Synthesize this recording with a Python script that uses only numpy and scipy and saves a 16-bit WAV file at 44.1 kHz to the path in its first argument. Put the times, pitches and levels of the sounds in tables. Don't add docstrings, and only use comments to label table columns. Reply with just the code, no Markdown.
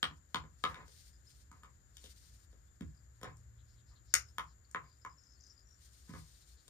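import sys
import numpy as np
from scipy import signal
from scipy.fft import rfft, irfft, next_fast_len
from scipy.io import wavfile
from scipy.ndimage import uniform_filter1d, map_coordinates

SR = 44100
rng = np.random.default_rng(int(sys.argv[2]) if len(sys.argv) > 2 else 0)


def pcm_store(signal):
    levels = np.round(np.clip(np.atleast_2d(signal), -1, 1) * 32767)
    wavfile.write(sys.argv[1], SR, levels.astype(np.int16).T)


N = 295347

# start in seconds, then the push in dB given to the board,
# the pawn's foot, its head, the bright crack, the gap under the board and the thud of the mat.
TAPS = [(0.029, -27, -27.5, -29.5, -42, -45, -47.5), (0.1102, -52.5, -54.5, -74, -87, -62, -56.5),
        (0.3452, -25.5, -28.5, -34.5, -44.5, -43, -44.5), (0.4388, -53, -59, -70, -83, -58.5, -59),
        (0.6387, -25, -24.5, -31.5, -46.5, -37.5, -47), (0.7441, -50, -40.5, -52.5, -64, -81, -79),
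        (0.8799, -70, -63.5, -67.5, -66, -65.5, -84), (1.5147, -50, -55.5, -72, -65, -88, -61.5),
        (1.6337, -47, -59, -67, -67, -80, -69.5), (1.9689, -68, -64, -56.5, -55, -85, -94),
        (2.0406, -83, -65, -54.5, -60, -57, -64), (2.0594, -79.5, -68, -57, -67, -82.5, -78),
        (2.5294, -73, -76, -76.5, -87, -63, -69), (2.8084, -55, -52, -59, -61, -54, -42.5),
        (3.2135, -59, -56, -67, -64, -57, -63), (3.2313, -42, -42, -51.5, -51.5, -41.5, -51.5),
        (3.3686, -83.5, -85.5, -97, -70.5, -91, -90), (4.1394, -44.5, -23.5, -32.5, -21.5, -43.5, -64),
        (4.3826, -28.5, -34.5, -42, -47.5, -49.5, -59), (4.712, -72.5, -71, -81, -61, -85.5, -77.5),
        (4.7467, -28.5, -32.5, -49.5, -58, -46.5, -54.5), (5.049, -38, -44, -62, -63.5, -56, -62.5),
        (6.093, -64, -57, -73, -69, -78, -50), (6.137, -46, -50.5, -70, -77, -54.5, -50.5),
        (6.1875, -77, -72.5, -78, -64.5, -73, -62.5), (6.6799, -65.5, -66, -59.5, -62, -62, -79)]
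# frequency in Hz, gain in dB, time to fall 60 dB in seconds.
BOARD_MODES = [(1073, -3, 0.024), (1240, -4, 0.018)]
PAWN_FOOT_MODES = [(1660, 6.5, 0.0071), (2187, -9.5, 0.0049), (2050, -18.5, 0.02)]
PAWN_HEAD_MODES = [(3293, 7, 0.0068), (3660, 2, 0.0097), (4200, -10, 0.0018)]
CRACK_MODES = [(6000, -8.5, 0.004), (6970, -1.5, 0.0061), (8360, 1, 0.0044), (9400, -13.5, 0.0081),
               (11020, -37.5, .002), (12320, -5, 0.0015), (14000, -16.5, 0.0015)]
GAP_MODES = [(452, 4.5, 0.012), (621, -12, 0.025)]
MAT_MODES = [(148.4, 5, 0.054), (207, 1.5, 0.05), (283, -7, 0.056)]
FLOOR_MODES = [(77.9, 2, 0.11)]
FLOOR_DB, BOARD_CUSHION = -1.5, 0.19
SPOT_SPREAD_DB, CHATTER_S = 3, .0011


def taps():
    start_s, board, foot, head, crack, gap, thud = np.transpose(TAPS)
    floor = thud + FLOOR_DB - BOARD_CUSHION * np.maximum(board - thud, 0)
    onsets = np.round(start_s * SR).astype(int)
    contact = np.arange(250)
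    age = contact / (CHATTER_S * SR)
    chatter = rng.standard_normal((len(onsets), len(contact))) * age * np.exp(-age)
    parts = [(BOARD_MODES, .12, board), (PAWN_FOOT_MODES, .12, foot), (PAWN_HEAD_MODES, .15, head),
             (CRACK_MODES, .9, crack), (GAP_MODES, .03, gap), (MAT_MODES, 0, thud), (FLOOR_MODES, 0, floor)]
    out = 0
    for modes, chatter_share, db in parts:
        band_hz = [.85 * modes[0][0], 1.2 * modes[-1][0]]
        push = (contact == 0) + chatter_share * chatter
        spots_db = SPOT_SPREAD_DB * rng.standard_normal((len(onsets), len(modes)))
        spots_db -= spots_db.mean(axis=1, keepdims=True)
        for mode, spot_db in zip(modes, spots_db.T):
            clicks = np.full(N, 1e-18)
            clicks[onsets[:, None] + contact] = push * amp(db + spot_db)[:, None]
            out = out + ring(butter(clicks, 2, band_hz, "band"), [mode])
    return out


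# peak time in seconds, hold in seconds, level in dB.
DRAGS = [(0.7, .005, -54.5), (0.758, .055, -60), (1.55, 0.02, -75), (1.644, 0.005, -65.5),
         (2.042, .005, -78), (3.245, .015, -53), (3.29, .02, -75), (3.918, .01, -75.5),
         (4.84, 0.014, -69.5), (6.098, .005, -65), (6.156, .01, -61.5)]


def drags():
    grains = rng.random(N) < 1500 / SR
    grain_db = np.minimum(rng.exponential(1, N), 4)
    grit = butter(grains * amp(grain_db) * rng.choice([-1, 1], N), 2, [120, 5000], "band")
    parts = [(BOARD_MODES, -5), (PAWN_FOOT_MODES, -2.5), (PAWN_HEAD_MODES, -19),
             (GAP_MODES, -12), (MAT_MODES, -8)]
    body = sum(amp(db) * rms_one(ring(grit, modes)) for modes, db in parts)
    return strokes(DRAGS, rise_db_per_s=694, fall_db_per_s=453) * body


# lower edge in Hz, gain in dB, time to fall 60 dB in seconds.
CABIN_TAIL = [(50.44, -10.5, 0.19), (86.2, -21.5, 0.34), (186.7, -20.5, 0.23), (400.3, -21.5, 0.21),
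              (656, -22, 0.19), (1444, -23, 0.17), (3110, -25, 0.16), (6696, -28, 0.14),
              (11600, -33.5, 0.13)]
NEAR_ECHO_S, NEAR_ECHO_DB = .004, -6.5
FLUTTER_S, FLUTTER_DB = .0117, -7
FIRST_WALL_S = .009


def cabin(x):
    size = next_fast_len(N + SR)
    hz = np.fft.rfftfreq(size, 1 / SR)
    t = np.arange(SR // 2) / SR
    mid, side = rng.standard_normal((2, len(t)))
    diffuse = mid + 0.85 * butter(side, 1, 200, "high") * [[1], [-1]]
    tail = 0
    for low_hz, db, t60 in CABIN_TAIL:
        band = butter(diffuse, 2, [low_hz, min(2 * low_hz, SR / 2.2)], "band")
        tail = tail + band * amp(db - 60 * t / t60)
    tail *= np.clip((t - FIRST_WALL_S) / 0.0005, 0, 1)
    near = amp(NEAR_ECHO_DB) * np.exp(-2j * np.pi * hz * NEAR_ECHO_S) / (1 + 1j * hz / 3000)
    round_trip = amp(FLUTTER_DB) * np.exp(-2j * np.pi * hz * FLUTTER_S) / (1 + 1j * hz / 6000)
    room = (1 + near) / (1 - round_trip) + rfft(tail, size)
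    return irfft(rfft(x, size) * room, size)[:, :N]


# frequency in Hz, left above right in dB.
PORT_BALANCE = [(1500, 0.5), (3500, 6), (6500, 11.5), (9000, 2.5), (14000, -0.5)]
# frequency in Hz, lead of the left port in radians.
PORT_LEAD = [(500, 0.23), (1400, 0.59), (2700, 2.4), (3900, 2), (5000, 7.2), (7000, 8.7), (9500, 8.17),
             (12000, 7.47)]


def microphone_ports(x):
    hz = np.fft.rfftfreq(N, 1 / SR)
    tilt = amp(at_hz(PORT_BALANCE, hz) * [[.5], [-.5]])
    turn = np.exp(1j * at_hz(PORT_LEAD, hz) * [[0], [-1]])
    return irfft(rfft(x) * tilt * turn, N)


# start of hold in seconds, hold in seconds, level in dB.
CLOTH_SWEEPS = [(.66, 0.03, -71.5), (.92, 0.16, -68.5), (1.29, 0.097, -72.5), (1.98, 0.39, -72.5),
                (2.06, 0.0045, -69.5), (3.2, .02, -93), (4.3, 0.1, -86), (5.83, .01, -68),
                (5.93, 0.59, -73.5), (6.1, 0.15, -72), (6.69, 0.024, -72)]
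# frequency in Hz, relative density in dB.
CLOTH_SPECTRUM = [(1180, -28.5), (2000, -4), (2550, -6.5), (4530, 4), (7060, 1), (7640, -5.5), (8700, 4.5),
                  (10800, -11.5), (13900, -4), (14900, -12), (16000, -8)]
CLOTH_REST_DB = -85


def rustle():
    level = amp(CLOTH_REST_DB) + strokes(CLOTH_SWEEPS, rise_db_per_s=264, fall_db_per_s=190)
    flicker_db = 0.79 * drift(8) + 2.3 * drift(25) + 0.65 * drift(110)
    friction = stereo_noise(CLOTH_SPECTRUM, likeness=[(100, .05), (15000, 0.057)], balance=PORT_BALANCE)
    return level * amp(flicker_db) * friction


# start in seconds, length in seconds, pitch in Hz, level in dB, throbs per second.
TRILLS = [(0.866, 0.05, 4890, -68, 69), (1.123, 0.056, 5000, -70.5, 38), (1.298, 0.045, 4980, -70, 85),
          (2.942, 0.075, 4870, -71, 45), (4.258, 0.056, 5220, -65, 81), (4.642, 0.012, 4560, -65, 45),
          (4.839, 0.14, 4876, -71.5, 94.5), (5.003, 0.033, 5110, -66, 24), (5.088, 0.055, 5100, -68, 57),
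          (5.172, 0.037, 5420, -64, 117), (5.19, 0.12, 5100, -65.5, 94), (5.291, 0.075, 5140, -63.5, 78),
          (5.347, .05, 4470, -75.5, 75), (5.27, 0.079, 6230, -73.5, 120), (5.389, 0.15, 5035, -61.5, 108),
          (5.547, 0.086, 4950, -66.5, 74), (5.648, 0.12, 5630, -66, 56), (6.064, 0.079, 5060, -71, 50)]
# start in seconds, length in seconds, starting pitch in Hz, level in dB.
CHIRPS = [(3.57, 0.059, 3710, -81), (3.674, 0.078, 5050, -76), (3.757, 0.065, 3830, -81),
          (3.86, 0.078, 4950, -74.5), (3.949, 0.042, 4150, -75), (4.067, 0.13, 5100, -68.5),
          (4.47, 0.062, 4960, -76), (4.874, 0.088, 4450, -84), (6.34, 0.026, 4300, -74),
          (6.412, 0.035, 4400, -73), (6.495, 0.037, 4400, -75.5), (6.565, 0.051, 4550, -72.5)]
SLURS = [(1.266, 0.02, 4870, -63), (2.662, 0.041, 3260, -84.5), (5.501, 0.019, 5330, -62)]
# start in seconds, level in dB.
CHIPS = [(5.236, -64), (5.406, -60), (5.436, -57), (5.467, -61), (5.496, -58)]
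TRILL_BLUR_HZ, CHIRP_BLUR_HZ, SLUR_BLUR_HZ, CHIP_BLUR_HZ = 200, 948, 29.8, 30
CHIRP_SAG_HZ, SLUR_RISE_HZ = 149, 400
CHIP_S, CHIP_TOP_HZ, CHIP_END_HZ = 0.005, 7100, 5300


def birds():
    notes = [(s, length, hz, hz, db, TRILL_BLUR_HZ, throbs) for s, length, hz, db, throbs in TRILLS]
    notes += [(s, length, hz, hz - CHIRP_SAG_HZ, db, CHIRP_BLUR_HZ, 0) for s, length, hz, db in CHIRPS]
    notes += [(s, length, hz, hz + SLUR_RISE_HZ, db, SLUR_BLUR_HZ, 0) for s, length, hz, db in SLURS]
    notes += [(s, CHIP_S, CHIP_TOP_HZ, CHIP_END_HZ, db, CHIP_BLUR_HZ, 0) for s, db in CHIPS]
    out = np.zeros(N)
    for start_s, length, start_hz, end_hz, db, blur_hz, throbs in notes:
        t = np.arange(int(length * SR)) / SR
        pole = np.exp(-np.pi * blur_hz / SR)
        blur = signal.lfilter([1], [1, -pole], rng.standard_normal((2, N // 25)))[:, -len(t):]
        blur = signal.lfilter([1], [1, -pole ** 2], blur)
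        cycles = start_hz * t + (end_hz - start_hz) * t ** 2 / (2 * length)
        whistle = np.real(np.exp(2j * np.pi * cycles) * (blur[0] + 1j * blur[1]))
        arch = np.sqrt(np.sin(np.pi * t / length))
        throb = np.sin(np.pi * throbs * t) ** 2 if throbs else 1
        out[int(start_s * SR):][:len(t)] += amp(db) * arch * throb * rms_one(whistle)
    return out


def trees(song, t60=0.13):
    t = np.arange(SR // 8) / SR
    scatter = rng.standard_normal(len(t)) * amp(-60 * t / t60)
    return song + amp(-30.5) * signal.fftconvolve(song, scatter)[:N]


# time in seconds, level in dB.
RUMBLE_LEVEL = [(0.0, -68.5), (0.63, -59), (1.79, -60.5), (2.56, -60.5), (4.33, -58.5), (4.72, -65.5),
                (5.56, -65), (6.19, -61.5), (6.55, -64), (6.7, -63.5)]
# time in seconds, pitch in Hz, level in dB around which it wavers.
HUM = [(0, 118, -84.5), (1.2, 119, -77), (2.0, 121.6, -80), (3.0, 115, -74), (3.3, 114.9, -64.5),
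       (4.4, 113.1, -65.5), (4.7, 113.1, -73.5), (6.7, 111.2, -83)]
# frequency in Hz, relative density in dB.
RUMBLE_SPECTRUM = [(25, -22.5), (45, 1.5), (62, 11.5), (90, 0), (130, -9.5), (200, -18.5), (440, -39),
                   (800, -57.5)]
HISS_SPECTRUM = [(300, 0.5), (900, -10.5), (1400, -4.5), (1700, -2.5), (2500, -16.5), (4500, -18.5),
                 (5050, -14), (5600, -23.5), (6400, -11.5), (6900, 3), (7450, 2), (7700, -28), (10500, -37),
                 (13000, -14), (16000, -45)]
# frequency in Hz, left-right likeness from -1 to 1.
AIR_LIKENESS = [(60, 0.96), (180, 0.61), (550, -0.19), (1650, -0.041), (4970, -0.2), (15000, 0.028)]
# frequency in Hz, left above right in dB.
AIR_BALANCE = [(60, 1.5), (130, 1.5), (290, 1), (640, -0.5), (1410, 8), (3100, 3), (6820, 20),
               (15000, -6.5)]
HISS_DB = -74


def background():
    rumble_db, = in_time(RUMBLE_LEVEL)
    hum_hz, hum_db = in_time(HUM)
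    rumble = amp(rumble_db) * stereo_noise(RUMBLE_SPECTRUM, AIR_LIKENESS, AIR_BALANCE)
    hum_peak = np.sqrt(2) * amp(hum_db + 2.4 * drift(1.3))
    hum = hum_peak * np.sin(2 * np.pi * np.cumsum(hum_hz) / SR)
    hiss = amp(HISS_DB) * stereo_noise(HISS_SPECTRUM, AIR_LIKENESS, AIR_BALANCE)
    return rumble + hum + hiss


def ring(clicks, modes):
    out = 0
    for hz, db, t60 in modes:
        decay, angle = amp(-60 / (t60 * SR)), 2 * np.pi * hz / SR
        feedback = [1, -2 * decay * np.cos(angle), decay * decay]
        out = out + signal.lfilter([0, amp(db) * np.sin(angle)], feedback, clicks + 1e-18)
    return out


def strokes(rows, rise_db_per_s, fall_db_per_s):
    t, gain = np.arange(N) / SR, np.zeros(N)
    for peak_s, hold_s, db in rows:
        before, after = np.maximum(peak_s - t, 0), np.maximum(t - peak_s - hold_s, 0)
        gain += amp(db - rise_db_per_s * before - fall_db_per_s * after)
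    return gain


def stereo_noise(spectrum, likeness, balance):
    hz = np.fft.rfftfreq(N, 1 / SR)
    mid, side = rfft(rng.standard_normal((2, N)))
    alike = np.clip(at_hz(likeness, hz), -1, 1)
    pair = np.sqrt(1 + alike) * mid + np.sqrt(1 - alike) * side * [[1], [-1]]
    pair *= amp(at_hz(balance, hz) * [[.5], [-.5]])
    middle = np.sqrt(uniform_filter1d(np.abs(pair.mean(axis=0)) ** 2, size=2000))
    out = irfft(pair / middle * amp(at_hz(spectrum, hz)), N)
    return out / np.std(out.mean(axis=0))


def drift(rate_hz):
    knots = rng.standard_normal(N // 100)
    return map_coordinates(knots, [np.arange(N) * 2 * rate_hz / SR], order=3)


def in_time(rows):
    times, *columns = np.transpose(rows)
    return [np.interp(np.arange(N) / SR, times, column) for column in columns]


def at_hz(points, hz):
    point_hz, values = np.transpose(points)
    return np.interp(np.log(hz + 1), np.log(point_hz), values)


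def butter(x, order, edges_hz, kind):
    return signal.sosfilt(signal.butter(order, edges_hz, kind, fs=SR, output="sos"), x)


def amp(db):
    return 10 ** (np.asarray(db) / 20)


def rms_one(x):
    return x / np.sqrt(np.mean(x ** 2) + 1e-20)


def scene():
    outside = trees(birds()) * amp([[4], [-8.5]])
    game = microphone_ports(cabin(taps() + drags()))
    return game + outside + rustle() + background()


def record(dry):
    thin = butter(dry, 2, 45, "high")
    stop_db, stop_hz = 60, 16485
    return signal.sosfilt(signal.cheby2(10, stop_db, stop_hz, fs=SR, output="sos"), thin)


dry = scene()
out = record(dry)
pcm_store(out)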